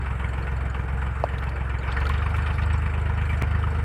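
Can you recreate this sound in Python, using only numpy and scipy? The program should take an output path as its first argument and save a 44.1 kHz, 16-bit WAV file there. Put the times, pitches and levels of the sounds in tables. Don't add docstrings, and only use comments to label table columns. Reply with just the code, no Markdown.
import sys
import numpy as np
from scipy import signal
from scipy.fft import rfft, irfft, next_fast_len
from scipy.io import wavfile
from scipy.ndimage import uniform_filter1d, map_coordinates

SR = 44100
rng = np.random.default_rng(int(sys.argv[2]) if len(sys.argv) > 2 else 0)


def int16_out(signal):
    q = np.round(np.clip(np.atleast_2d(signal).T, -1, 1) * 32767)
    wavfile.write(sys.argv[1], SR, q.astype(np.int16))


N = 169344
CYLINDERS = 3
CREST_DB = 3


def amp(db):
    return 10 ** (np.asarray(db) / 20)


def unit(x):
    return x / np.sqrt(np.mean(x ** 2) + 1e-20)


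def curves(rows):
    times_s, *columns = np.transpose(rows)
    t = np.arange(N) / SR
    return [np.interp(t, times_s, column) for column in columns]


def wobble(knots_per_s):
    knots = rng.standard_normal(int(N * knots_per_s / SR) + 4)
    return map_coordinates(knots, [np.arange(N) * knots_per_s / SR])


def filtered(x, response):
    m = next_fast_len(x.shape[-1] + 8192)
    spectrum = rfft(x, m) * response(np.fft.rfftfreq(m, 1 / SR))
    return irfft(spectrum, m)[..., :x.shape[-1]]


def peak(hz, width_hz):
    return lambda f: 1j * f * width_hz / (hz * hz - f * f + 1j * f * width_hz)


def rush(spectrum, patchy_db):
    z = signal.stft(rng.standard_normal(N), nperseg=512)[2]
    field = uniform_filter1d(rng.standard_normal(z.shape), size=4, axis=0)
    field = uniform_filter1d(field, size=5, axis=1)
    patchy = signal.istft(z * amp(patchy_db * unit(field)), nperseg=512)[1][:N]
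    f, db = np.transpose([(spectrum[0][0] / 2, -60), *spectrum, (SR / 2, -120)])
    return unit(filtered(patchy, lambda hz: amp(np.interp(np.log(hz + 1), np.log(f), db))))


def burst(hz, width_hz, t60_s, rise_s):
    t = np.arange(SR // 16) / SR
    shape = amp(-60 * t / max(t60_s, .005)) * (1 - np.exp(-t / max(rise_s, 1e-4)))
    resonance = peak(hz, width_hz)
    x = filtered(shape * rng.standard_normal(len(t)), lambda f: resonance(f) ** 2)
    return x / np.abs(x).max()


# (time [s], firing rate [1/s])
FIRING_RATE = [(0.0, 21.92), (0.4, 21.91), (0.8, 21.85), (1.2, 22.25), (1.5, 22.18), (1.8, 21.81),
               (1.9, 21.94), (2.05, 23.54), (2.2, 24.37), (2.35, 25.04), (2.55, 25.12), (2.9, 25.43),
               (3.3, 25.05), (3.84, 25.52)]
START_FIRINGS = .084
SKIP_AT_S, SKIP_FIRINGS = 3.4232, .577


def firings():
    rate, = curves(FIRING_RATE)
    skip = SKIP_FIRINGS * (np.arange(N) > SKIP_AT_S * SR)
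    return rate, START_FIRINGS + np.cumsum(rate) / SR + skip


# (time [s], load [0 light to 1 heavy])
LOAD = [(0, 0), (1.83, 0), (2, .9), (2.3, 1), (3.84, 1)]
# (multiple of the cycle rate, level re strongest [dB])
LIGHT_ORDERS = [(1, -42), (2, -40), (3, -38), (4, -36), (5, -33), (6, -12), (7, -22), (8, -22), (9, 0),
                (10, -15), (11, -19), (12, -22), (13, -22), (14, -16), (15, -9), (16, -29), (17, -20),
                (18, -11), (19, -26), (20, -28), (21, -22), (22, -28), (23, -28), (24, -20), (25, -26),
                (26, -30), (27, -29)]
# (multiple of the cycle rate, level re strongest [dB])
HEAVY_ORDERS = [(1, -39), (2, -38), (3, -38), (4, -36), (5, -36), (6, -8), (7, -20), (8, -27), (9, 0),
                (10, -21), (11, -19), (12, -7), (13, -23), (14, -27), (15, -12), (16, -28), (17, -24),
                (18, -21), (19, -30), (20, -27), (21, -22), (22, -27), (23, -38), (24, -31), (25, -32),
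                (26, -36), (27, -30)]
# (frequency [Hz], width [Hz])
PIPE = [(57, 16), (165, 30)]
# (frequency [Hz], relative density [dB per Hz])
RUMBLE = [(15, -39), (35, -53), (80, -2), (150, -0.5), (230, -5), (400, -29)]
LIGHT_PEAK_DB, HEAVY_PEAK_DB = -25.5, -22
WAVER_DB = 1
PUFF_FIRINGS = 2.52
UNEVEN_TURNS = .18
LEAD_HZ, LEAD_TURNS = 88, .22
SHAFT_ORDER, SHAFT_PEAK_DB = 4.09, (-38, -37)
RUMBLE_LIGHT_DB, RUMBLE_LOAD_DB = -43, 2


def exhaust():
    rate, count = firings()
    load, = curves(LOAD)
    out = np.zeros(N)
    for (k, light_db), (_, heavy_db) in zip(LIGHT_ORDERS, HEAVY_ORDERS):
        db = (light_db + LIGHT_PEAK_DB) * (1 - load) + (heavy_db + HEAVY_PEAK_DB) * load
        db = db + WAVER_DB * wobble(7)
        hz = k / CYLINDERS * rate
        lag = sum(np.arctan2(hz * width, centre ** 2 - hz ** 2) for centre, width in PIPE)
        turns = k / CYLINDERS * (count - PUFF_FIRINGS) + UNEVEN_TURNS * (k % CYLINDERS > 0)
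        turns = turns + LEAD_TURNS * load / (1 + (LEAD_HZ / hz) ** 12)
        out = out + amp(db) * np.cos(2 * np.pi * turns - lag)
    shaft_db = np.interp(load, (0, 1), SHAFT_PEAK_DB) + WAVER_DB * wobble(7.2)
    shaft = amp(shaft_db) * np.cos(2 * np.pi * SHAFT_ORDER * count)
    rumble = amp(RUMBLE_LIGHT_DB + RUMBLE_LOAD_DB * load) * rush(RUMBLE, patchy_db=2)
    return out + shaft + rumble


# (frequency [Hz], width of one pass [Hz], relative level [dB])
BLOCK = [(475, 94, -4), (694, 116, -4), (856, 71, 2), (963, 224, 1.5), (1202, 140, 2), (1328, 48, -3),
         (1457, 140, 1), (1818, 226, 1), (2095, 360, -5.5), (2329, 243, -1), (2626, 255, -6),
         (2948, 510, -11.5), (3665, 230, -17.5), (4145, 120, -23.5), (4470, 270, -22), (5080, 860, -28.5),
         (7480, 850, -28), (8100, 1400, -26.5), (8770, 910, -26), (11300, 1700, -34.5), (13200, 2500, -46)]
# (cylinder 1 [dB], cylinder 2 [dB], cylinder 3 [dB])
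CYLINDER_KNOCK = [(-3.5, 0.47, 2.3), (-6, 3.5, 1.9), (0, 1.9, .4)]
# (time [s], level [dB], treble level [dB])
CLATTER = [(0.0, -41, -63), (0.03, -38.5, -58.5), (0.18, -42, -63), (0.2, -38.5, -70), (0.26, -40, -64),
           (0.87, -40.5, -63), (1.33, -40.5, -62.5), (1.68, -39.5, -63), (1.82, -41, -75),
           (1.88, -36, -51.5), (2.08, -38, -55), (2.52, -37.5, -55), (2.54, -39.5, -49), (2.58, -38, -54.5),
           (2.75, -39, -57), (3.03, -39.5, -63), (3.39, -39, -59), (3.8, -40, -58)]
# (time [s], level of the clatter's top band [dB], fine soil hiss level [dB])
AIR = [(0.0, -66.5, -64.5), (0.26, -65, -63.5), (0.69, -67.5, -69.5), (1.25, -65.5, -66.5),
       (1.39, -73, -61.5), (1.55, -69, -67.5), (1.76, -70, -62.5), (2.1, -72, -56.5), (2.3, -64, -65.5),
       (2.43, -63, -59.5), (2.63, -68, -62), (2.85, -63, -64), (3.06, -67.5, -67), (3.31, -62, -59),
       (3.49, -67.5, -64.5), (3.84, -64.5, -64)]
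BODY_TRIM_DB, TREBLE_TRIM_DB, TOP_TRIM_DB = -0.5, -5, -0.5
MIDDLE_HZ, TREBLE_HZ, TOP_BAND_HZ = 1300, 3300, 6000
KNOCK_FIRINGS, TAP_FIRINGS, TAP_DB = 0.32, 0.71, -16
KNOCK_T60_S, KNOCK_RISE_S = 0.073, 0.0046
MODE_SCATTER_DB, KNOCK_SCATTER_DB = 2.8, 1.2
BUZZ_DB, BUZZ_SWING_DB = (-21, -15), 3
BRIGHTER = 0.41


def block():
    rate, count = firings()
    level_db, treble_db = curves(CLATTER)
    top_db, hiss_db = curves(AIR)
    body, treble, top = bands = np.zeros((3, N))
    shared_db = KNOCK_SCATTER_DB * rng.standard_normal(N // 500)
    for hz, width, db in BLOCK:
        drive = amp(BUZZ_DB[int(hz > TREBLE_HZ)] + BUZZ_SWING_DB * wobble(12))
        cylinder_db = np.array(CYLINDER_KNOCK[(hz > MIDDLE_HZ) + (hz > TREBLE_HZ)])
        for at, hit_db in ((KNOCK_FIRINGS, 0), (TAP_FIRINGS, TAP_DB)):
            index, since = np.divmod(count + CYLINDERS - at, 1)
            index, t = index.astype(int), since / rate
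            size_db = MODE_SCATTER_DB * rng.standard_normal(index[-1] + 1)[index]
            size_db = size_db + shared_db[index] + cylinder_db[index % CYLINDERS]
            decay = amp(hit_db + size_db - 60 * t / KNOCK_T60_S)
            drive = drive + decay * (1 - np.exp(-t / KNOCK_RISE_S))
        mode = peak(hz, width)
        mode_db = db + BRIGHTER * (hiss_db - hiss_db.mean()) * (1700 < hz < 3300)
        ring = filtered(drive * rng.standard_normal(N), lambda f: mode(f) ** 2)
        bands[(hz > TREBLE_HZ) + (hz > TOP_BAND_HZ)] += amp(mode_db) * ring
    return (amp(level_db + BODY_TRIM_DB) * unit(body) + amp(treble_db + TREBLE_TRIM_DB) * unit(treble)
            + amp(top_db + TOP_TRIM_DB) * unit(top))


# (frequency [Hz], relative density [dB per Hz])
SOIL = [(150, -6), (260, -6.5), (303, -2.5), (458, -3.5), (513, -5.5), (759, -3), (868, -3.5), (1100, -5),
        (1410, 1.5), (2020, -9.5), (2310, -10), (2510, -18), (3050, -17.5), (3960, -48), (6710, -120)]
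# (frequency [Hz], relative density [dB per Hz])
HISS = [(2500, -9), (3500, -4.5), (5000, -5.5), (6300, -8.5), (8500, -6), (10300, -12.5), (11500, -12.5),
        (13500, -23), (15500, -28)]
SOIL_TRIM_DB, HISS_TRIM_DB = 0.5, -3.5


def soil():
    level_db, _ = curves(CLATTER)
    _, hiss_db = curves(AIR)
    coarse = amp(level_db + SOIL_TRIM_DB) * rush(SOIL, patchy_db=2.0)
    fine = amp(hiss_db + HISS_TRIM_DB) * rush(HISS, patchy_db=7.5)
    return coarse + fine


# (time [s], level [dB])
WHINE = [(0.0, -57), (0.37, -42), (0.39, -38), (0.63, -46), (0.67, -38), (0.72, -56), (0.76, -38.5),
         (0.93, -49), (0.97, -41.5), (1.17, -46), (1.25, -38.5), (1.27, -43), (1.96, -48.5), (1.97, -40.5),
         (2.69, -49), (3.8, -42.5)]
WHINE_HZ, WHINE_WIDTH_HZ, WHINE_TRIM_DB = 462, 30, -4


def whine():
    tone = filtered(rng.standard_normal(N), peak(WHINE_HZ, WHINE_WIDTH_HZ))
    return amp(curves(WHINE)[0] + WHINE_TRIM_DB) * unit(tone)


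# (time [s], peak [dB], pitch [Hz], low note nominal rms [dB])
PINGS = [(0.0114, -56, 7610, -57), (0.194, -59, 7660, -69), (0.2864, -50, 7400, -56),
         (0.3321, -51, 8100, -56), (0.4224, -55, 7670, -51), (0.564, -53, 7400, -56),
         (0.6975, -48, 7100, -56), (1.2855, -56, 7570, -64), (1.5574, -55, 7600, -63),
         (1.693, -55, 7610, -57), (1.784, -49.5, 7050, -49), (1.922, -46, 7820, -45.5),
         (1.9654, -50.5, 8730, -48), (2.1765, -53, 7650, -67), (2.2588, -53, 8560, -59),
         (2.419, -49, 7530, -54), (2.5385, -53, 7600, -53), (2.657, -49, 7870, -66),
         (2.7287, -41, 8040, -58), (2.7771, -46.5, 7430, -56), (2.9327, -56, 7960, -77),
         (3.0114, -50, 7500, -56), (3.1744, -57, 7300, -60), (3.2525, -60, 7860, -54),
         (3.3695, -53, 7400, -56), (3.507, -52, 8270, -66), (3.701, -53, 7700, -57)]
PING_LOW_HZ, PING_WIDTH_HZ = 4400, (550, 300)
PING_T60_S, PING_RISE_S = .04, .002


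def tappet():
    out = np.zeros(N + SR)
    high_width, low_width = PING_WIDTH_HZ
    for s, db, hz, low_db in PINGS:
        high = amp(db) * burst(hz, high_width, PING_T60_S, PING_RISE_S)
        low = amp(low_db + CREST_DB) * burst(PING_LOW_HZ, low_width, PING_T60_S, PING_RISE_S)
        out[round(s * SR):][:len(high)] += high + low
    return out[:N]


# (time [s], peak [dB], pitch [Hz], t60 [s], broad spit nominal rms [dB])
TICKS = [(1.2365, -38, 4300, 0.018, -56), (1.3824, -36, 3550, 0.025, -54), (1.436, -47, 4300, 0.025, -53),
         (1.49, -38.5, 4170, 0.034, -54), (1.917, -33, 3370, 0.022, -55), (2.0015, -42.5, 4370, 0.031, -52),
         (2.0526, -30.5, 3250, 0.02, -53), (2.0666, -31, 4130, 0.02, -47), (2.0911, -32, 3320, 0.016, -42),
         (2.1114, -50, 3410, 0.023, -63), (2.136, -39, 3340, 0.033, -61), (2.177, -40, 3250, 0.025, -63),
         (2.2124, -47, 3710, 0.022, -65), (2.302, -44, 3300, 0.023, -77), (2.3637, -40.5, 3280, 0.038, -46),
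         (2.4608, -41, 3520, 0.023, -72), (2.4714, -41.5, 3720, 0.025, -76),
         (2.6174, -40, 3810, 0.027, -70), (2.6335, -38.5, 3940, 0.03, -71), (2.7332, -45, 3600, 0.029, -60),
         (2.9944, -50, 3610, 0.044, -58), (3.0904, -49, 3770, 0.025, -69), (3.2121, -45, 3340, 0.023, -60),
         (3.3288, -45, 3420, 0.025, -61)]
TICK_WIDTH, TICK_RISE_S = .28, .003
SPIT_HZ, SPIT_WIDTH_HZ, SPIT_T60_RATIO = 8200, 7200, 1.6
GRIT_PER_S, GRIT_DB, GRIT_SPREAD_DB = 25, -4, 2.5


def grit():
    u = rng.random((int(GRIT_PER_S * N / SR), 3))
    floor_db = curves(CLATTER)[1][(u[:, 0] * N).astype(int)] + GRIT_DB
    small_db = floor_db - GRIT_SPREAD_DB * np.log(u[:, 1])
    small_hz = 3500 * 3 ** u[:, 2]
    small = np.c_[u[:, 0] * N / SR, small_db, small_hz, np.full(len(u), .03), small_db - 20]
    out = np.zeros(N + SR)
    for s, db, hz, t60_s, spit_db in [*TICKS, *small]:
        tick = amp(db) * burst(hz, TICK_WIDTH * hz, t60_s, TICK_RISE_S)
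        spit = burst(SPIT_HZ, SPIT_WIDTH_HZ, SPIT_T60_RATIO * t60_s, TICK_RISE_S)
        out[round(s * SR):][:len(tick)] += tick + amp(spit_db + CREST_DB) * spit
    return out[:N]


# (time [s], level before trim and rise [dB], pitch [Hz], t60 [s])
KNOCK_RINGS = [(0.243, -31, 2240, 0.05), (0.382, -32, 786, 0.067), (0.747, -29, 1186, 0.056),
               (1.471, -30.5, 930, 0.084), (1.965, -20.5, 1390, 0.038), (2.052, -24.5, 1300, 0.074),
               (2.067, -15.5, 1400, 0.023), (2.098, -16, 1070, 0.032), (2.138, -30, 945, 0.049),
               (2.218, -24, 1220, 0.05), (2.262, -16.5, 1060, 0.021), (2.339, -25.5, 1290, 0.034),
               (2.383, -21, 1100, 0.038), (2.463, -27, 1240, 0.079), (2.62, -31, 836, 0.034),
               (2.734, -49, 5580, 0.076), (2.74, -19.5, 1010, 0.021), (3.096, -24.5, 956, 0.05),
               (3.213, -28, 1700, 0.031), (3.331, -25, 1860, 0.027), (3.43, -22.5, 1030, 0.027),
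               (3.547, -26, 1830, 0.056), (3.638, -19, 1280, 0.041), (3.755, -28, 1323, 0.049)]
RING_TRIM_DB, RING_RISE_S = -0.5, 0.0011
OVERTONE_RATIO, OVERTONE_DB = 1.4, -13


def loud_knocks():
    out, t = np.zeros(N + SR), np.arange(SR // 10) / SR
    for s, db, hz, t60_s in KNOCK_RINGS:
        turns = rng.random(2)
        note = np.sin(2 * np.pi * (hz * t + turns[0]))
        overtone = np.sin(2 * np.pi * (OVERTONE_RATIO * hz * t + turns[1]))
        shape = amp(db + RING_TRIM_DB - 60 * t / t60_s) * (1 - np.exp(-t / RING_RISE_S))
        out[round(s * SR):][:len(t)] += shape * (note + amp(OVERTONE_DB) * overtone)
    return out[:N]


# (time [s], level before rise [dB])
CLOD = [(1.2388, -3.5)]
# (settled frequency [Hz], relative level [dB], t60 [s])
HOLLOW = [(634, -0.3, 0.015), (692, -5.6, 0.02), (822, -4.7, 0.016), (2530, -19, 0.012)]
GLIDE_SHARE, GLIDE_S, CLOD_RISE_S = 0.377, 0.0007, 0.0011


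def clod():
    out, t = np.zeros(N), np.arange(SR // 20) / SR
    bent_t = t + GLIDE_SHARE * GLIDE_S * (1 - np.exp(-t / GLIDE_S))
    rise = 1 - np.exp(-(t / CLOD_RISE_S) ** 2)
    for s, db in CLOD:
        ring = sum(amp(mode_db - 60 * t / t60_s) * np.sin(2 * np.pi * hz * bent_t)
                   for hz, mode_db, t60_s in HOLLOW)
        out[round(s * SR):][:len(t)] -= amp(db) * ring * rise
    return out


def scene():
    engine = exhaust() + block() + loud_knocks()
    return (engine + soil() + whine() + tappet() + grit() + clod())[None]


TOP_HZ = 16000


def record(dry):
    return filtered(dry, lambda hz: hz < TOP_HZ)


dry = scene()
out = record(dry)
int16_out(out)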